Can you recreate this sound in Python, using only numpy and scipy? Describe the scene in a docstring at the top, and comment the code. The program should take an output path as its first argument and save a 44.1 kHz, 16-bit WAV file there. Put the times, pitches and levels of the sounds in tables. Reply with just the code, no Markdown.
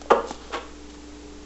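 """A small, hard room with a tiled floor: a bare foot taps a plastic bathroom scale. The case clacks
down in a few quick contacts that ring its modes, the foot shifts on it, and the case rattles as the
foot lifts off. Small knocks and rubs of skin sound close to the microphone. The room rings after
each blow, over a faint electric hum and hiss."""
import sys
import numpy as np
from scipy import signal
from scipy.fft import rfft, irfft
from scipy.io import wavfile

SR = 44100
rng = np.random.default_rng(int(sys.argv[2]) if len(sys.argv) > 2 else 0)


def store_wav(level_fs):
    """Save 16-bit WAV to argv[1]."""
    pcm = np.round(np.clip(np.atleast_2d(level_fs), -1, 1) * 32767)
    wavfile.write(sys.argv[1], SR, pcm.T.astype(np.int16))


N = 63945


def amp(db):
    """Decibels to gain."""
    return 10 ** (np.asarray(db) / 20)


def unit(x):
    """Scales to rms 1."""
    return x / np.sqrt(np.mean(x ** 2) + 1e-20)


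def curve_at(points, hz):
    """Reads a curve on a log-frequency axis."""
    f, value = np.transpose(points)
    return np.interp(np.log(hz + 1), np.log(f + 1), value)


def add(mix, s, sound):
    """Mixes a sound in at time s."""
    part = mix[max(round(s * SR), 0):][:len(sound)]
    part += sound[:len(part)]


def colour(x, eq, top_hz=8300):
    """Shapes x with an EQ curve, cut off at top_hz, at rms 1."""
    hz = np.fft.rfftfreq(len(x), 1 / SR)
    return unit(irfft(rfft(x) * amp(curve_at(eq, hz)) * (hz < top_hz), len(x)))


def fade(t, t60):
    """Exponential decay, 60 dB down at t60."""
    return np.exp(-np.log(1000) * t / t60)


def ring(modes, travel_s=0):
    """Struck modes; bending waves bring the high ones first, taking travel_s at 1 kHz."""
    out = np.zeros(SR // 2)
    for hz, db, t60 in modes:
        t = np.maximum(np.arange(len(out)) / SR - travel_s * np.sqrt(1000 / hz), 0)
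        out += amp(db) * fade(t, t60) * np.sin(2 * np.pi * hz * t)
    return out


def burst(eq, t60):
    """A short dying puff of coloured noise."""
    t = np.arange(SR // 2) / SR
    return colour(rng.standard_normal(len(t)), eq) * fade(t, t60)


def slips(per_s, spread_db):
    """A random train of tiny slips of uneven size."""
    size = amp(spread_db * np.minimum(rng.exponential(1, N), 3))
    return unit(size * rng.choice([-1, 1], N) * (rng.random(N) < per_s / SR))


# EQ of the noise bed: f/Hz, relative level/dB
HISS_EQ = [(20, 9), (40, -24.5), (100, -8), (150, -12.5), (220, -6), (330, -5.5), (430, -4), (560, -12),
           (900, -14), (2000, -19), (4000, -20.5), (7500, -21)]
def hiss():
    """A steady bed of air and microphone hiss."""
    return amp(-45) * colour(rng.standard_normal(N), HISS_EQ)


# hum tones, mains fundamental first: f/Hz, level/dB
HUM_TONES = [(59.2, -48.5), (199.2, -62), (296.1, -48), (317.6, -71.5), (421, -57), (839.8, -67.5)]
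# slow level change of the upper tones: t/s, gain/dB
HUM_LEVEL_CURVE = [(0, -0.5), (.6, -2.5), (.8, 0), (1.45, 1.8)]
def hum(waver_depth=0.12, waver_hz=2.3):
    """A steady mains hum whose upper tones waver in level and phase."""
    t, hz = np.arange(N) / SR, np.fft.rfftfreq(N, 1 / SR)
    slow = np.exp(-(hz / waver_hz) ** 2)
    ride = amp(np.interp(t, *np.transpose(HUM_LEVEL_CURVE)))
    out = np.zeros(N)
    for k, (tone_hz, db) in enumerate(HUM_TONES):
        swell, drift = (unit(irfft(rfft(rng.standard_normal(N)) * slow, N)) for _ in range(2))
        waver = (1 + waver_depth * (swell + 1j * drift)) * ride if k else 1
        tone = np.exp(2j * np.pi * (tone_hz * t + rng.random()))
        out += np.sqrt(2) * amp(db) * (waver * tone).real
    return out


# decay of the reverb tail: f/Hz, t60/s
TAIL_DECAY = [(200, 0.57), (500, 0.4347), (1400, 0.41), (3000, 0.47), (7500, 0.36)]
# EQ of the tail: f/Hz, gain/dB
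TAIL_EQ = [(100, -19), (230, 2), (380, -4), (520, 2), (680, -3), (950, 1.5), (1450, 1), (1900, -2),
           (3200, -2), (7500, -5)]
# standing waves of the room: f/Hz, level/dB, t60/s
ROOM_MODES = [(235, -61.5, 0.75), (466, -57, 0.31), (565, -54, 0.31), (883, -72, 0.53), (943, -57, .38),
              (1129, -55, 0.35), (1475, -60, 0.58)]
# early reflections off cabinets and walls: t/s, level/dB
REFLECTIONS = [(0.0116, -16), (.029, -16), (0.0392, -15)]
def room(send, predelay_s=0.008, build_s=0.01):
    """The tiled room's reverb: a diffuse tail, standing waves and early reflections."""
    t = np.arange(SR) / SR
    hz, when, noise = signal.stft(rng.standard_normal(SR), SR, nperseg=256)
    decay = fade(when, curve_at(TAIL_DECAY, hz)[:, None])
    tail = signal.istft(noise * decay, SR, nperseg=256)[1][:SR]
    tail *= np.minimum(t / build_s, 1)
    tail *= amp(-6.5) / np.linalg.norm(tail)
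    eq = amp(curve_at(TAIL_EQ, np.fft.rfftfreq(SR, 1 / SR)))
    response = np.zeros(SR)
    add(response, predelay_s, irfft(rfft(tail) * eq, SR)[:SR // 2])
    add(response, predelay_s, ring(ROOM_MODES))
    for delay_s, db in REFLECTIONS:
        add(response, delay_s, amp(db) * np.hanning(15) / 7)  # a rounded pulse dulls the echo
    return signal.fftconvolve(send, response)[:N]


# rub cues: peak t/s, half length/s, level/dB, tilt/(dB per octave)
RUB_CUES = [(0.296, 0.021, -44, 4), (0.338, .026, -46, .5), (0.454, 0.046, -47.5, -3),
            (0.905, 0.0064, -49, 0), (0.945, 0.0059, -49, -0.5)]
# EQ of sliding skin: f/Hz, relative level/dB
RUB_EQ = [(300, -7), (1200, 6), (2000, -4.5), (3300, 4), (4600, 1.5), (7500, -2.5)]
def skin_rubs():
    """Skin slides in soft swells of fine grains, some brighter than others."""
    t, out = np.arange(N) / SR, np.zeros(N)
    for s, half_s, db, tilt_db in RUB_CUES:
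        eq = [(hz, level + tilt_db * np.log2(hz)) for hz, level in RUB_EQ]
        swell = amp(db) * np.exp(-.5 * ((t - s) / half_s) ** 2)
        out += swell * colour(slips(per_s=2500, spread_db=2.5), eq)
    return out


# EQ of the tick: f/Hz, relative level/dB
TICK_EQ = [(200, 7.5), (1300, 13.5), (2000, -9.5), (3300, -0.5), (4600, 1), (7500, 3.5)]
def tick(db):
    """The bright noise transient on a knock or clack."""
    return amp(db) * burst(TICK_EQ, t60=0.039)


# knock cues: t/s, level/dB, f/Hz, t60/s, tick level/dB
KNOCK_CUES = [(0.0157, -32, 680, .02, -33), (0.058, -27.5, 577, 0.021, -55),
              (0.2725, -42, 604, 0.0085, -41.5), (0.2821, -29, 524, 0.011, -40),
              (.5048, -27.5, 485, 0.028, -57.5)]
def knocks():
    """Small close knocks, each one damped mode topped with a tick."""
    out = np.zeros(N)
    for s, db, hz, t60, tick_db in KNOCK_CUES:
        add(out, s, tick(tick_db) - ring([(hz, db, t60)]))
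    return out


# body of the clack: f/Hz, level/dB, t60/s
CLACK_MODES = [(305, -23.5, 0.032), (832, -17.5, 0.016), (1130, -28.5, 0.014), (1370, -32, 0.012)]
def shift_clack():
    """The shifting foot sets off one dry clack: a tick over a few short modes."""
    out = np.zeros(N)
    add(out, s=0.3087, sound=tick(db=-29.5) - ring(CLACK_MODES))
    return out


# modes of the plastic case: f/Hz, tapped level/dB, t60 underfoot/s, rattling level/dB
CASE_MODES = [(232.4, -7, 0.064, -15), (411, -17.5, .07, -28), (474.7, -4, 0.034, -1.5),
              (530, -12, 0.054, -10.5), (664, -14.5, 0.054, -4.5), (714, -35.5, .018, -31.5),
              (823, -5.5, 0.022, -3), (934, -12.5, 0.034, -15), (1107, -19.5, 0.051, -13),
              (1197, -14.5, .035, -19.5), (1254, -10, 0.013, -19.5), (1399, -19, 0.039, -28),
              (1433, -25, 0.067, -20.5), (1634, -22, .045, -15)]
def case_ring(underfoot, free_stretch=1.66):
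    """The body tone of the case: damped under the foot, ringing longer once unloaded."""
    if underfoot:
        return ring([row[:3] for row in CASE_MODES], travel_s=0.00044)
    return ring([(hz, db, t60 * free_stretch) for hz, _, t60, db in CASE_MODES])


# envelope of the rattle: t/s, level/dB
RATTLE_ENVELOPE = [(.516, -40.5), (0.526, -35), (0.531, -30.5), (0.543, -24), (0.554, -26.5), (.568, -31.5),
                   (.584, -36.5), (.6, -63)]
# EQ of its grit: f/Hz, relative level/dB
GRIT_EQ = [(150, -36), (450, -0.5), (1200, 6), (2000, -2.5), (3600, -5.5), (4500, -12.5), (7500, -18)]
def lift_rattle():
    """The case chatters as the foot lifts: dense slips ring its modes and add a layer of grit."""
    t = np.arange(N) / SR
    s, db = np.transpose(RATTLE_ENVELOPE)
    envelope = amp(np.interp(t, s, db)) * ((t > s[0]) & (t < s[-1]))
    chatter = slips(per_s=3000, spread_db=3.5)
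    body = case_ring(underfoot=False)
    ringing = signal.fftconvolve(chatter * envelope, body / np.linalg.norm(body))[:N]
    grit = envelope * colour(chatter, GRIT_EQ)
    return amp(-6) * ringing + amp(-2) * grit


# hits within the tap: t/s, body level/dB, force centre f/Hz, force width/octaves, crack level/dB
TAP_HITS = [(0.1033, -8, 860, 1.18, -10), (0.1071, 3, 1065, 1.37, -4), (0.1136, 0.8, 626, 1.77, -8),
            (.12008, -7.4, 898, 1.3, -15)]
# EQ of the crack, the dense upper modes of the case: f/Hz, relative level/dB
CRACK_EQ = [(200, -29.5), (500, 0.5), (1600, 5), (1850, -15.5), (3000, -8.5), (4000, -19), (7500, -25)]
def foot_tap(crack_trim_db=-10):
    """The case clacks down: each contact rings the modes its force reaches, with a brief crack."""
    out, body = np.zeros(N), case_ring(underfoot=True)
    for s, db, centre_hz, octaves, crack_db in TAP_HITS:
        edges_hz = centre_hz * 2 ** (octaves * np.array([-.5, .5]))
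        force_band = signal.butter(2, edges_hz, "band", fs=SR, output="sos")
        add(out, s, amp(db) * signal.sosfilt(force_band, body))
        add(out, s, amp(crack_db + crack_trim_db) * burst(CRACK_EQ, t60=0.054))
    return out


def scene():
    """The scale, the drier close sounds and their reverb, thinned in the bass, over hiss and hum."""
    scale = foot_tap() + lift_rattle()
    close = knocks() + shift_clack() + skin_rubs()
    reverb = room(scale + amp(-7.5) * close)
    low_cut = signal.butter(4, 188.5, "high", fs=SR, output="sos")  # a microphone with little bass
    return (signal.sosfilt(low_cut, scale + close + reverb) + hiss() + hum())[None]


def record(dry):
    """A steep high cut: the band limit of a small camera."""
    high_cut = signal.firwin(201, 7800, window=("kaiser", 8), fs=SR)
    return signal.oaconvolve(dry, high_cut[None], "same")


dry = scene()
out = record(dry)
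store_wav(out)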